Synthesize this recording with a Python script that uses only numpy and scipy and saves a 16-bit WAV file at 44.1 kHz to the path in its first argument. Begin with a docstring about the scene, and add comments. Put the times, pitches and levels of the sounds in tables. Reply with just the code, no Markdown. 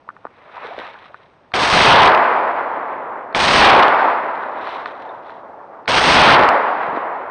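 """A forest clearing: three shotgun shots, heard from a small camera worn by the shooter.
Noise split into bands makes each blast's long, darkening roll off the trees; short pulses are single strong echoes.
At first the roll overdrives the microphone, which folds over: it rasps and seems to swell, then fades cleanly.
Filtered noise and gliding tones make the sleeves rustle and zip; short ringing modes make the gun knock.
Each shot opens with the crack of the ringing camera case, and faint steady noise is the still air."""
import sys
import numpy as np
from scipy import signal
from scipy.fft import rfft, irfft, next_fast_len
from scipy.io import wavfile

SR = 44100
rng = np.random.default_rng(int(sys.argv[2]) if len(sys.argv) > 2 else 0)


def pcm_store(signal):
    """Save signal as 16-bit PCM."""
    levels = np.round(np.clip(np.atleast_2d(signal), -1, 1) * 32767)
    wavfile.write(sys.argv[1], SR, levels.astype(np.int16).T)


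N = 322341
TIME = np.arange(N) / SR   # seconds

# The shots. Each row: start in seconds, roll level about one second later in dB before the microphone,
# its fall in dB per tenfold age, lull depth in dB, delay of the far trees in seconds,
# their swell in dB, strength of the shock on the camera case in dB.
SHOTS = [(1.5391, -18.5, 44.5, 8.5, .5, 2, -3.5), (3.348, -22, 44.5, 8.5, .42, 1, -1.5),
         (5.8785, -20, 43, 11.5, .42, 3, -4)]


def from_db(db):
    """Decibels to gain."""
    return 10 ** (np.asarray(db) / 20)


def rms_one(x):
    """Scale to rms 1."""
    return x / np.sqrt(np.mean(x ** 2) + 1e-20)


def at_hz(points, hz):
    """Read a spectrum in dB on a log-frequency axis."""
    point_hz, db = np.transpose(points)
    return np.interp(np.log(hz + 1), np.log(point_hz), db)


def drift(rate, size=N):
    """Random wander with spread about 1, heading for a new value rate times a second."""
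    knots = rng.standard_normal(4000)
    return 1.2 * np.interp(np.arange(size) / SR * rate, np.arange(len(knots)), knots)


def coloured(x, spectrum):
    """Give a steady noise its spectrum; rms 1."""
    size = next_fast_len(N)
    hz = np.fft.rfftfreq(size, 1 / SR)
    shaped = rfft(x, size) * from_db(at_hz(spectrum, hz))
    return rms_one(irfft(shaped, size)[:N])


def ring(clicks, hz, t60):
    """A damped resonance: each unit click starts a sine of height 1 that falls 60 dB in t60 seconds."""
    radius = from_db(-60 / (t60 * SR))
    angle = 2 * np.pi * hz / SR
    feedback = [1, -2 * radius * np.cos(angle), radius * radius]
    return signal.lfilter([0, np.sin(angle)], feedback, clicks + 1e-18)


def swell(age, at_s, width_s):
    """A smooth bump of height 1."""
    return np.exp(-((age - at_s) / width_s) ** 2)


def still_air():
    """Still air over the clearing: a faint steady noise, weak in the treble."""
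    # Each row: frequency in Hz, relative density in dB per Hz.
    air_colour = [(30, -10), (90, 1), (300, -0.5), (750, 1.5), (1100, -2.5), (1700, -13), (3000, -19),
                  (4200, -23.5), (6000, -22), (9000, -24.5)]
    level_db = -52.5
    return from_db(level_db) * coloured(rng.standard_normal(N), air_colour)


def jacket_levels():
    """Rubbing and hiss in dB: every arm movement swells and dies away over a faint resting rustle."""
    # Arm movements that slide the jacket. Each row: fastest moment in seconds, rise in seconds,
    # fall in seconds, dull rubbing in dB, hiss of the weave in dB.
    strokes = [(.46, 0.35, 0.44, -47.5, -57), (.575, 0.16, 0.14, -37.5, -49),
               (.64, 0.15, 0.53, -34.5, -41.5), (.815, 0.054, 0.15, -30.5, -38),
               (1.04, 0.17, 0.09, -48, -46), (1.22, .12, 0.082, -60, -57), (4.42, 0.59, .3, -42, -50),
               (4.68, 0.18, 0.4, -33.5, -36), (4.9, .2, 0.35, -50, -48.5), (5.31, .16, 0.14, -59, -48.5),
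               (6.81, 0.076, 0.097, -28.5, -42), (6.97, .08, 0.096, -31.5, -46)]
    rest_rub_db, rest_hiss_db = -66, -72.5
    stroke_range_db = 20   # gained over the rise, lost over the fall
    rub, hiss = from_db(rest_rub_db), from_db(rest_hiss_db)
    for s, rise_s, fall_s, rub_db, hiss_db in strokes:
        distance = np.maximum((s - TIME) / rise_s, (TIME - s) / fall_s)
        stroke = from_db(-stroke_range_db * distance)
        rub = np.hypot(rub, stroke * from_db(rub_db))
        hiss = np.hypot(hiss, stroke * from_db(hiss_db))
    return 20 * np.log10(rub), 20 * np.log10(hiss)


def cloth(spectrum, snags_per_s, snag_db, flutter_db):
    """Sliding fabric: a smooth friction noise with tiny snags, gripping and slipping unevenly."""
    snags = (rng.random(N) < snags_per_s / SR) * rng.standard_normal(N)
    friction = rng.standard_normal(N) + from_db(snag_db) * rms_one(snags)
    return coloured(friction, spectrum) * from_db(flutter_db * drift(90))


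def sleeves(rub_db, hiss_db):
    """The jacket rubs dully and its weave hisses as the gun is raised, swung and lowered."""
    # Dull rubbing. Each row: frequency in Hz, relative density in dB per Hz.
    rub_colour = [(80, -29.5), (200, -13), (500, 2), (1050, 6.5), (1700, 0), (2600, -4.5), (4000, -41.5)]
    # Hiss of the weave. Each row: frequency in Hz, relative density in dB per Hz.
    weave_colour = [(900, -6), (1700, 6), (2600, -1), (3900, 1.5), (4600, -11), (5800, -12), (7000, -23.5),
                    (9000, -15)]
    rub = from_db(rub_db) * cloth(rub_colour, snags_per_s=540, snag_db=-3.5, flutter_db=1.0)
    hiss = from_db(hiss_db) * cloth(weave_colour, snags_per_s=150, snag_db=-2.5, flutter_db=2.5)
    return rub + hiss


def zip_glide(size, from_hz, to_hz, rough):
    """Ribs of the weave slip past each other at an uneven, gliding rate; rms 1."""
    hz = np.geomspace(from_hz, to_hz, size) * (1 + rough * drift(900, size=size))
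    tone = np.sin(2 * np.pi * np.cumsum(hz) / SR)
    return rms_one(np.hanning(size) * tone)


def zips(rub_db, rough, small_db, spread_db, small_hz, small_s, count):
    """Taut fabric zips over itself: a few placed rising zips, and many small ones that follow the rubbing."""
    # Each row: start in seconds, length in seconds, first pitch in Hz, last pitch in Hz, rms level in dB.
    placed_zips = [(.072, 0.014, 540, 1250, -44), (.555, 0.047, 900, 1190, -36),
                   (.698, 0.044, 441, 1200, -34.5), (1.093, 0.029, 450, 950, -46.5)]
    rows = list(placed_zips)
    for when, pitch, glide, force in rng.random((count, 4)):
        s = when * TIME[-1]
        from_hz = small_hz * 2 ** (2 * pitch - 1)      # up to an octave either way
        to_hz = from_hz * 2 ** (glide - .5)            # glides up or down, half an octave at most
        db = rub_db[int(s * SR)] + small_db + spread_db * (force - 1)
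        rows.append((s, small_s, from_hz, to_hz, db))
    out = np.zeros(N + SR)
    for s, length, from_hz, to_hz, db in rows:
        start, size = int(s * SR), int(length * SR)
        out[start:start + size] += from_db(db) * zip_glide(size, from_hz, to_hz, rough)
    return out[:N]


def gun_knocks(level_db, scatter_db):
    """Each contact rings the modes near its own centre: soft ones the low modes, hard ones the high."""
    # Gun against hands and clothes. Each row: start in seconds, relative strength in dB,
    # centre in Hz, spread in octaves.
    knocks = [(.089, -12, 1270, 0.44), (0.1016, -24, 1400, .29), (.165, -26.5, 1550, 0.62),
              (0.2512, -9, 680, 0.9), (.267, -21, 1300, 0.54), (.244, -27, 900, 0.71),
              (.78, -12.5, 487, 0.69), (.794, -13, 503, 0.74), (0.816, -21, 1100, 1.1),
              (.941, -23, 1600, 1), (1.143, -18, 1465, .77), (4.436, -13.5, 1720, 0.42),
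              (4.671, -11, 1710, 0.97), (4.858, -7.5, 1870, 0.9), (5.092, -38, 3630, 0.078),
              (5.27, -30, 1720, 0.81), (5.295, -22, 1680, 0.55), (6.884, -24, 200, 0.49),
              (6.928, -17, 300, .7), (6.95, -12, 387, 0.42), (6.971, -3.5, 437, 0.49)]
    # The lock before every shot, trigger then hammer. Each row: lead in seconds, relative strength in dB,
    # centre in Hz, spread in octaves.
    lock_contacts = [(0.021, -25, 2000, 0.89), (0.00393, -15.5, 1000, 2.2)]
    # What the gun rings with. Each row: frequency in Hz, relative level in dB, 60 dB decay in seconds.
    gun_modes = [(170, 0, 0.036), (285, -2, 0.033), (450, 0.5, 0.017), (680, 4.5, 0.011), (930, 3.5, 0.013),
                 (1206, 2.5, 0.017), (1470, -4, 0.029), (1770, -6, 0.021), (2600, -8, 0.007),
                 (3630, -17.5, 0.042), (4270, -4, 0.011), (5580, -16, .006)]
    lock = [(shot[0] - lead, *contact) for shot in SHOTS for lead, *contact in lock_contacts]
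    s, db, centre, spread = np.transpose(knocks + lock)
    hz, mode_db, t60 = np.transpose(gun_modes)
    octaves_away = np.log2(hz / centre[:, None])
    weights = np.exp(-.5 * (octaves_away / spread[:, None]) ** 2)
    weights = weights * from_db(mode_db + scatter_db * rng.standard_normal(weights.shape))
    weights = weights / np.linalg.norm(weights, axis=1, keepdims=True)
    out = np.zeros(N)
    for k in range(len(hz)):
        clicks = np.zeros(N)
        clicks[(s * SR).astype(int)] = from_db(db + level_db) * weights[:, k]
        out += (-1) ** k * ring(clicks, hz[k], t60[k])   # neighbouring modes start in opposite directions
    return out


def case_jolts(t60):
    """The shock front briefly rings two modes of the camera case: the crack that opens each shot."""
    case_hz = 2290
    shocks = sum(from_db(db) * signal.unit_impulse(N, int(s * SR)) for s, *_, db in SHOTS)
    return .75 * ring(shocks, case_hz, t60) + .45 * ring(shocks, 1.4 * case_hz, t60)


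def roll_level(age, late_db, fall_db, lull_db, far_s, far_db):
    """Level in dB: the blast, a short hold, then a power-law fall, marked by the lie of the land."""
    blast_db, blast_s = 9, 0.017     # the direct blast stands above the roll and dies this fast
    clearing_s = .13                 # echoes from inside the clearing hold the level about this long
    spreading = late_db - fall_db * np.log10(np.hypot(age, clearing_s))
    # open ground sends little back, then the forest edge answers
    lull = lull_db * swell(age, at_s=0.088, width_s=0.023)
    edge = 3 * swell(age, at_s=0.119, width_s=0.011)
    # later the far trees, wherever the gun points, answer in a broad swell
    far_trees = far_db * swell(age, far_s, width_s=0.06)
    return blast_db * np.exp(-age / blast_s) + spreading - lull + edge + far_trees


def forest_roll(shot, clump_db, patch_db, surge_db):
    """Countless echoes from trunks and crowns: noise that comes in clumps and darkens as the paths grow longer."""
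    # Colour of the roll before the tilts below. Each row: frequency in Hz, relative density in dB per Hz.
    roll_colour = [(40, -47.5), (90, -30), (150, -27), (230, -16.5), (400, -9), (650, -1.5), (950, 1.5),
                   (1400, -5.5), (2000, -11.5), (2900, -24.5), (4000, -32), (5500, -38.5), (7000, -72)]
    colour_age_s = 0.6                   # age at which the air leaves this colour untouched
    air_db_per_s_khz = 4.5               # the air takes the treble from longer paths
    near_tilt_db, near_s = -0.5, 0.12    # early tilt in dB per octave, and its decay time
    early_clump_db, early_s = 2, .28     # the first echoes are few and uneven
    s, *shape, _ = shot
    start = int(s * SR)
    age = TIME[:N - start]
    size = next_fast_len(len(age))
    hz = np.fft.rfftfreq(size, 1 / SR)
    noise = rfft(rng.standard_normal(size)) * from_db(at_hz(roll_colour, hz))
    echoes = rfft(rms_one(irfft(noise, size)))
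    centres = np.geomspace(60, 7680, 11)
    out = 0
    # overlapping bands that add up to the whole, each with its own patchiness
    for centre, own in zip(centres, np.eye(len(centres))):
        share = np.interp(np.log(hz + 1), np.log(centres), own)
        band = irfft(echoes * share, size)[:len(age)]
        absorbed_db = air_db_per_s_khz * (centre - 900) / 1000 * (age - colour_age_s)
        near_db = near_tilt_db * np.log2(centre / 900) * np.exp(-age / near_s)
        patches_db = patch_db * drift(24.75, size=len(age))
        out = out + band * from_db(near_db - absorbed_db + patches_db)
    level_db = roll_level(age, *shape) + surge_db * drift(18, size=len(age))
    ragged_db = clump_db + early_clump_db * swell(age, 0, early_s)
    clumps_db = ragged_db * drift(110, size=len(age))
    return np.pad(out * from_db(level_db + clumps_db), (start, 0))


def slaps(hz, t60):
    """A flat face of the forest edge sends the blast back as one short, dull pulse."""
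    # Single strong echoes that stand out of the roll. Each row: start in seconds,
    # strength in dB before the microphone.
    strong_echoes = [(2.0535, 22), (2.0825, 3), (2.1485, 7), (3.8295, 11.5), (3.8815, 4), (6.4135, 4),
                     (6.4345, 2.5), (6.4885, 11.5)]
    s, db = np.transpose(strong_echoes)
    clicks = np.zeros(N)
    clicks[(s * SR).astype(int)] = from_db(db)
    return ring(clicks, hz, t60)


def scene():
    """Still air, gun handling and rolling shots, as they reach the microphone."""
    air = still_air()
    rub_db, hiss_db = jacket_levels()
    rustle = sleeves(rub_db, hiss_db)
    squeaks = zips(rub_db, rough=0.11, small_db=1.5, spread_db=13.0, small_hz=838, small_s=.02, count=380)
    knocking = gun_knocks(level_db=-1.5, scatter_db=1.0)
    rolls = sum(forest_roll(shot, clump_db=0.5, patch_db=-0.65, surge_db=1.08) for shot in SHOTS)
    shots = rolls + slaps(hz=900, t60=0.0079)
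    return (shots + knocking + rustle + squeaks + air)[None]


def round_off(x, ceiling, order):
    """Peaks bend smoothly under the ceiling; the higher the order, the harder the knee."""
    return x / (1 + np.abs(x / ceiling) ** order) ** (1 / order)


def fold_over(x, ceiling, limit, shelf, width):
    """An overdriven input stage: peaks round off at the ceiling; past the limit they collapse to a low shelf."""
    fine = signal.resample_poly(x, 2, 1, axis=-1)   # bent at twice the rate to limit aliasing
    size = np.abs(fine)
    holding = np.exp(-(np.maximum(size - limit, 0) / width) ** 2)
    bent = np.sign(fine) * (shelf + (round_off(size, ceiling, order=6) - shelf) * holding)
    return x + signal.resample_poly(bent - fine, 1, 2, axis=-1)


def low_pass(x, hz):
    """A very steep top cut."""
    return signal.sosfilt(signal.ellip(10, .3, 70, hz, fs=SR, output="sos"), x)


def low_rate(x, order):
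    """Only one sample in a few is kept, so the treble is mirrored upwards about half the lowered rate."""
    kept = np.arange(N) % order == 0
    return low_pass(x, .96 * SR / order / 2) * kept * order


def record(dry):
    """The microphone folds over, the case adds its crack, and a low-rate recorder dulls, mirrors and cuts the top."""
    folded = fold_over(dry, ceiling=0.76, limit=0.83, shelf=0.18, width=0.32)
    raw = folded + case_jolts(t60=0.0086)
    dull_hz, low_cut_hz, mirror_hz = 4698.0, 52.0, 6401.0
    cutoff_hz, fizz_top_hz, leak_db = 8830, 12900, -40.5
    x = signal.sosfilt(signal.butter(3, dull_hz, fs=SR, output="sos"), raw)
    x = signal.sosfilt(signal.butter(1, low_cut_hz, "high", fs=SR, output="sos"), x)
    x = signal.sosfilt(signal.butter(2, mirror_hz, fs=SR, output="sos"), low_rate(x, order=3))
    # a trace of the overload's fizz gets past the band limit
    x = low_pass(x, cutoff_hz) + from_db(leak_db) * raw
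    return low_pass(round_off(x, ceiling=.92, order=16), fizz_top_hz)


dry = scene()
out = record(dry)
pcm_store(out)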